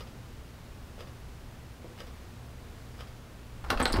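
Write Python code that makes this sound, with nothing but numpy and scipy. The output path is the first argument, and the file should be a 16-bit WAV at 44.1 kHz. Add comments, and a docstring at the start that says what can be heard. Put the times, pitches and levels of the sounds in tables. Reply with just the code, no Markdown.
"""A quiet room with hard walls, a low hum from the mains and a distant clock ticking once a second.
Two soft bumps come from somewhere in the house. Near the end a metal door knob is turned close by:
the door thuds in its frame, the knob's shaft rubs, the latch knocks and rattles, its spring pings
and the bolt slips off the strike plate. The walls answer the ticks and knocks with short echoes."""
import sys
import numpy as np
from scipy import signal
from scipy.fft import rfft, irfft
from scipy.io import wavfile
from scipy.ndimage import uniform_filter1d

SR = 44100
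rng = np.random.default_rng(int(sys.argv[2]) if len(sys.argv) > 2 else 0)


def log_audio(samples):
    """Write samples as a 16-bit WAV file to the path given in sys.argv[1]."""
    # one column per channel
    frames = np.atleast_2d(samples).T
    # limit to full scale, then quantise
    limited = np.clip(frames, -1, 1)
    pcm = np.round(limited * 32767).astype(np.int16)
    wavfile.write(sys.argv[1], SR, pcm)


N = 176400
RING_T = np.arange(SR // 3) / SR  # time within one short sound, in seconds


def amp(db):
    """Turn decibels into a number to multiply by."""
    return 10 ** (np.asarray(db) / 20)


def along(points, hz):
    """Read between (frequency, value) points, giving every octave equal space."""
    p = np.array(points, float)
    return np.interp(np.log(np.maximum(hz, 1)), np.log(p[:, 0]), p[:, 1])


def fade(t60):
    """Die away by 60 dB in t60 seconds, called the fade time in the tables."""
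    return np.exp(-np.log(1000) * RING_T / max(t60, 1e-3))


def through(x, response):
    """Pass a sound through something that rings or echoes."""
    return signal.fftconvolve(x, response)[:len(x)]


def click(colour):
    """The shortest click with this colour, that is, this balance of lows and highs."""
    n = len(RING_T)
    gains = amp(along(colour, np.arange(n // 2 + 1) * SR / n))
    cepstrum = irfft(np.log(gains), n)
    cepstrum[1:n // 2] *= 2  # folding it in half packs the energy at the start
    cepstrum[n // 2 + 1:] = 0
    return irfft(np.exp(rfft(cepstrum)), n)


def burst(t60):
    """A dying puff of noise with a total energy of 1."""
    x = rng.standard_normal(len(RING_T)) * fade(t60)
    return x / np.linalg.norm(x)


def ring(tones):
    """A struck object sounds its own tones, each fading from its starting level."""
    return sum(amp(db) * fade(t60) * np.sin(2 * np.pi * hz * RING_T) for hz, db, t60 in tones)


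def resonate(tones):
    """How an object rings along with a sound, each tone with its own gain."""
    return sum(2 * amp(db) * fade(t60) / fade(t60).sum() * np.cos(2 * np.pi * hz * RING_T)
               for hz, db, t60 in tones)


def play(events):
    """Place (time, sound) pairs on the time line."""
    out = np.zeros(N + 2 * SR)
    for start_s, sound in events:
        i = SR + int(start_s * SR)
        out[i:i + len(sound)] += sound
    return out[SR:SR + N]


def drift(per_s):
    """Glide between random values, mostly within -1 to 1."""
    step = int(SR / per_s)
    return uniform_filter1d(np.repeat(rng.standard_normal(N // step + 1), step), step)[:N]


# colour of the room's air: f/Hz, level/dB
AIR_COLOUR = [(12, -17), (22, 3.5), (45, -1.5), (75, 2.5), (100, -3), (170, -8), (245, -10), (330, -13),
              (600, -17), (1300, -21), (2000, -24.5), (4500, -30), (8000, -35.5), (15500, -40)]
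def air(level_db=-46.5, wander_db=-0.46):
    """A low rumble and soft hiss whose loudness wanders a little."""
    hz = np.arange(N // 2 + 1) * SR / N
    noise = irfft(rfft(rng.standard_normal(N)) * amp(along(AIR_COLOUR, hz)), N)
    return noise / noise.std() * amp(level_db + wander_db * drift(per_s=4.17))


# tones of the hum: f/Hz, level/dB
HUM_TONES = [(59.7, -54.5), (119.6, -55), (241, -65)]
def mains_hum(waver=0.38):
    """The electric supply hums in three low, wavering tones."""
    t = np.arange(N) / SR
    hum = 0
    for hz, db in HUM_TONES:
        strength = np.sqrt(2) * amp(db) * (1 + waver * drift(per_s=5.96))
        hum += strength * np.sin(2 * np.pi * (hz * t + rng.random()))
    return hum


# how long the echoes last: f/Hz, fade time/s
ECHO_FADES = [(200, 0.3), (1200, 0.17), (4500, 0.16), (12000, .17)]
# colour of the echoes: f/Hz, level/dB
ECHO_COLOUR = [(100, -4), (400, 0), (800, 5), (1400, -0.5), (2600, -5), (4300, -1), (8000, -2.5),
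               (14000, -3)]
def with_echoes(x, echo_db=-2.5, build_s=0.0013):
    """Add a fresh pattern of dense wall echoes to a sound; the lows last longest."""
    n = len(RING_T)
    hz = np.arange(n // 2 + 1) * SR / n
    noise, echoes = rfft(rng.standard_normal(n)), 0
    swell = 1 - np.exp(-RING_T / build_s)
    edges_hz = np.geomspace(60, SR / 2, 11)
    for lo, hi in zip(edges_hz, edges_hz[1:]):
        centre = np.sqrt(lo * hi)
        band = irfft(noise * (hz >= lo) * (hz < hi), n) * fade(along(ECHO_FADES, centre)) * swell
        band *= np.sqrt(2 * (hi - lo) / SR) / np.linalg.norm(band)  # wider bands get more energy
        echoes += band * amp(along(ECHO_COLOUR, centre))
    return x + amp(echo_db) * through(x, echoes)


# ticks of the clock: t/s, level/dB
TICKS = [(-.010, -2), (.990, -2), (1.987, -0.5), (2.991, -2.5)]
# small clicks within each tick: delay/s, level/dB
TICK_CLICKS = [(-.011, -10), (0, -6), (.008, -5.5), (.016, 1.5), (.030, -6.5), (.081, -7), (.091, -13)]
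# colour of a click: f/Hz, level/dB
CLOCK_COLOUR = [(150, -20), (500, 3), (1500, -1), (3500, -1.5), (5800, -12), (7000, -21), (15000, -43)]
# tones of the clock's case: f/Hz, gain/dB, fade time/s
CLOCK_TONES = [(516, 14, 0.091), (545, 15.5, 0.068), (1057, 4, .04), (1247, 7, 0.071), (2130, -15, .03),
               (2520, -6, 0.023), (2900, 8, 0.038), (3390, -12, 0.04), (4690, 3, .012)]
def clock(gain_db=-14, smear_s=0.055):
    """Once a second the clockwork steps and settles; distance smears its clicks."""
    case = click(CLOCK_COLOUR) + resonate(CLOCK_TONES)
    ticks = play((start_s + delay, amp(gain_db + db + click_db) * through(case, burst(smear_s)))
                 for start_s, db in TICKS for delay, click_db in TICK_CLICKS)
    return with_echoes(ticks, echo_db=-4.5)


# bumps in the house: t/s, level/dB
BUMPS = [(1.845, 0), (1.900, -4.5)]
# tones of the wood: f/Hz, level/dB, fade time/s
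WOOD_TONES = [(225, -52, 0.15), (345, -49, 0.13), (412, -42, 0.085), (484, -44.5, 0.076)]
def bumps():
    """Bumped wood gives a faint, dull ring."""
    return play((start_s, amp(db) * ring(WOOD_TONES)) for start_s, db in BUMPS)


# the door shifting in its frame: t/s, f/Hz, level/dB
DOOR_THUDS = [(3.638, 61.7, -30), (3.685, 50, -29.5), (3.704, 90, -31.5), (3.757, 33.6, -22),
              (3.800, 75.5, -25.5), (3.84, 55.6, -29), (3.878, 30, -29), (3.919, 32, -21), (3.956, 62, -21),
              (3.980, 75.4, -14.5)]
def door(rise_s=0.0037, fade_s=0.22):
    """Each push sets the whole door shaking with a low tone that soon dies."""
    swell = 1 - np.exp(-RING_T / rise_s)
    return play((start_s, swell * ring([(hz, db, fade_s)])) for start_s, hz, db in DOOR_THUDS)


# how hard the knob's shaft rubs: t/s, level/dB
RUB_LEVELS = [(3.640, -59), (3.690, -49.5), (3.760, -48), (3.785, -38), (3.840, -47), (3.890, -45),
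              (3.920, -39.5), (3.965, -43), (4.000, -50)]
# colour of the rubbing: f/Hz, level/dB
RUB_COLOUR = [(100, -11), (300, 7.5), (1500, 3), (2400, -8), (4500, -9), (6000, -20), (15000, -34)]
def knob_shaft(grains_per_s=900, spread_db=3.5):
    """Dry metal sticks and slips in a gritty stream of tiny clicks while the knob turns."""
    t = np.arange(N) / SR
    grains = (rng.random(N) < grains_per_s / SR) * rng.choice([-1, 1], N)
    strengths = amp(spread_db * rng.standard_normal(N))
    grit = through(grains * strengths, click(RUB_COLOUR))
    times, db = np.array(RUB_LEVELS).T
    return grit / grit.std() * amp(np.interp(t, times, db)) * (t > times[0])


def cross_door(x, travel_s=0.000508):
    """The door flexes and carries highs fastest, so a click becomes a chirp; travel_s is for 1 kHz."""
    khz = np.arange(len(x) // 2 + 1) * SR / len(x) / 1000
    phase_lag = 4 * np.pi * 1000 * travel_s * np.sqrt(khz)
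    return irfft(rfft(x) * np.exp(-1j * phase_lag), len(x))


# latch knocks: t/s, level/dB in four bands (body, middle, clack, edge), f/Hz of the part that is hit
KNOCKS = [(3.6415, -8, -12, -23, -37, 1300), (3.6465, -12, -4.5, -20, -33, 1300),
          (3.7010, 3, -1, -11, -24, 2880), (3.7035, -2, 12, 10, -6, 1370), (3.7083, -1, 6, -7, -20, 1320),
          (3.7160, 5, 2.5, -22, -21, 1510), (3.7280, 8, 3.5, -10, -28, 585),
          (3.7745, -3, -2, -5, -25, 2680), (3.7980, 3, 1, -11, -26, 1700),
          (3.8016, 12.5, 8.5, -0.5, -14, 1540), (3.8062, 3.5, 5, -3, -20, 2100),
          (3.8160, 9.5, 7.5, -2, -21, 1750), (3.8215, 6, 0, -16, -27, 280), (3.8330, 0, -2, -6, -30, 523),
          (3.8553, 2.5, 10, 11, -12.5, 4140), (3.8572, 6, 4, 7.5, -27, 790),
          (3.8810, -3, -5, -11, -26, 800), (3.9005, 6, -2, -10, -30, 4100), (3.9400, 12.5, 1, -6, -30, 285),
          (3.9450, 5, 0, -10, -30, 280), (3.9602, 4, 3, -6, -30, 1950), (3.9650, 2.5, -1, -12, -30, 230),
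          (3.9692, -1, -2, -9, -17.5, 1000), (3.985, 9, -6, -21, -36, 400),
          (3.9876, 14.5, 0, -10, -36, 196), (3.9975, 14, -2, -15, -26, 300)]
# where those four bands lie: f/Hz
KNOCK_BANDS = [300, 1250, 3800, 7000]
# colour of the bare hit: f/Hz, level/dB
HIT_COLOUR = [(40, -20), (200, -6), (700, -5.5), (1350, -7), (2100, -8.5), (3100, -12.5), (4700, -4.5),
              (6200, -8), (9000, -5), (12500, -9.5), (15500, -15)]
# tones of the latch case and door panel: f/Hz, gain/dB, fade time/s
LATCH_TONES = [(257, -2, 0.1), (335, -9, 0.055), (522, -2.5, .07), (805, -6, 0.052), (1080, -10, 0.026),
               (1257, -2.5, 0.022), (1465, -4.5, 0.027), (1750, -17, 0.03), (2180, -10.5, 0.017),
               (2764, -6.5, 0.015), (3180, -6.5, 0.011), (3940, -14, 0.018), (4460, -12.5, 0.012),
               (5080, -17, 0.013)]
def latch(detune=0.017, spread_db=2, part_db=1, part_fade_s=0.016, rattle_db=-2, rattle_fade_s=0.031):
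    """Each knock rings the part it hits, the latch case and the door panel, and shakes loose parts."""
    hit, knocks = click(HIT_COLOUR), []
    for start_s, *band_dbs, part_hz in KNOCKS:
        chance = rng.standard_normal((len(LATCH_TONES), 2))  # each spot hit favours other tones
        tones = [(hz * (1 + detune * shift), db + spread_db * boost, t60)
                 for (hz, db, t60), (shift, boost) in zip(LATCH_TONES, chance)]
        body = hit + resonate(tones + [(part_hz, part_db, part_fade_s)])
        push = click(list(zip(KNOCK_BANDS, band_dbs)))
        blow = cross_door(through(push, body))
        rattle = amp(rattle_db) * through(blow, burst(rattle_fade_s))
        knocks.append((start_s, with_echoes(blow + rattle)))
    return play(knocks)


# pings of the spring: t/s, level/dB
PINGS = [(3.8274, -7), (3.8798, -19)]
# tones of the spring: f/Hz, level/dB, fade time/s
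SPRING_TONES = [(7916, -37.5, .38), (7980, -45, .09), (8250, -18.5, 0.019), (8460, -41, .01),
                (7300, -43, .006), (10100, -45, .06), (10360, -33.5, 0.041), (12900, -51, .04)]
def spring():
    """The spring that pulls the knob back snaps and keeps a thin, high ring."""
    return play((start_s, amp(db) * ring(SPRING_TONES)) for start_s, db in PINGS)


# slips of the bolt: t/s, ring level/dB, sharp edge level/dB
SLIPS = [(3.9241, -10, -2.5), (3.9283, -3, -14), (3.9305, 0, -5), (3.9335, -6, -17)]
# tones of the bolt: f/Hz, level/dB, fade time/s
BOLT_TONES = [(4170, -35, .033), (4560, -31.5, 0.031), (4920, -32, 0.025), (5076, -32, 0.034),
              (7230, -32, 0.0067), (8870, -31, 0.012), (9200, -31, 0.011), (9540, -44, .012),
              (13800, -40, .006)]
def bolt(edge_hz=6500, crack_db=-25):
    """The bolt sticks and slips over the metal plate in the frame in a quick run of bright clicks."""
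    slips = []
    for start_s, ring_db, edge_db in SLIPS:
        tones = [(hz, db + (edge_db if hz > edge_hz else ring_db), t60) for hz, db, t60 in BOLT_TONES]
        crack = amp(crack_db + edge_db) * burst(t60=0.0062)
        slips.append((start_s, ring(tones) + crack))
    return play(slips)


def scene():
    """The hum, the clock and the door share one room, heard in one channel."""
    mix = air() + mains_hum() + clock() + door() + latch()
    small_sounds = bumps() + knob_shaft() + spring() + bolt()
    return (mix + with_echoes(small_sounds))[None]


def record(dry):
    """Round off the sharpest peaks and cut the very highest treble."""
    peak_limit, top_hz = 0.26, 15700
    rounded = dry / (1 + (dry / peak_limit) ** 4) ** (1 / 4)
    return signal.sosfilt(signal.ellip(10, .2, 70, top_hz, fs=SR, output="sos"), rounded)


dry = scene()
out = record(dry)
log_audio(out)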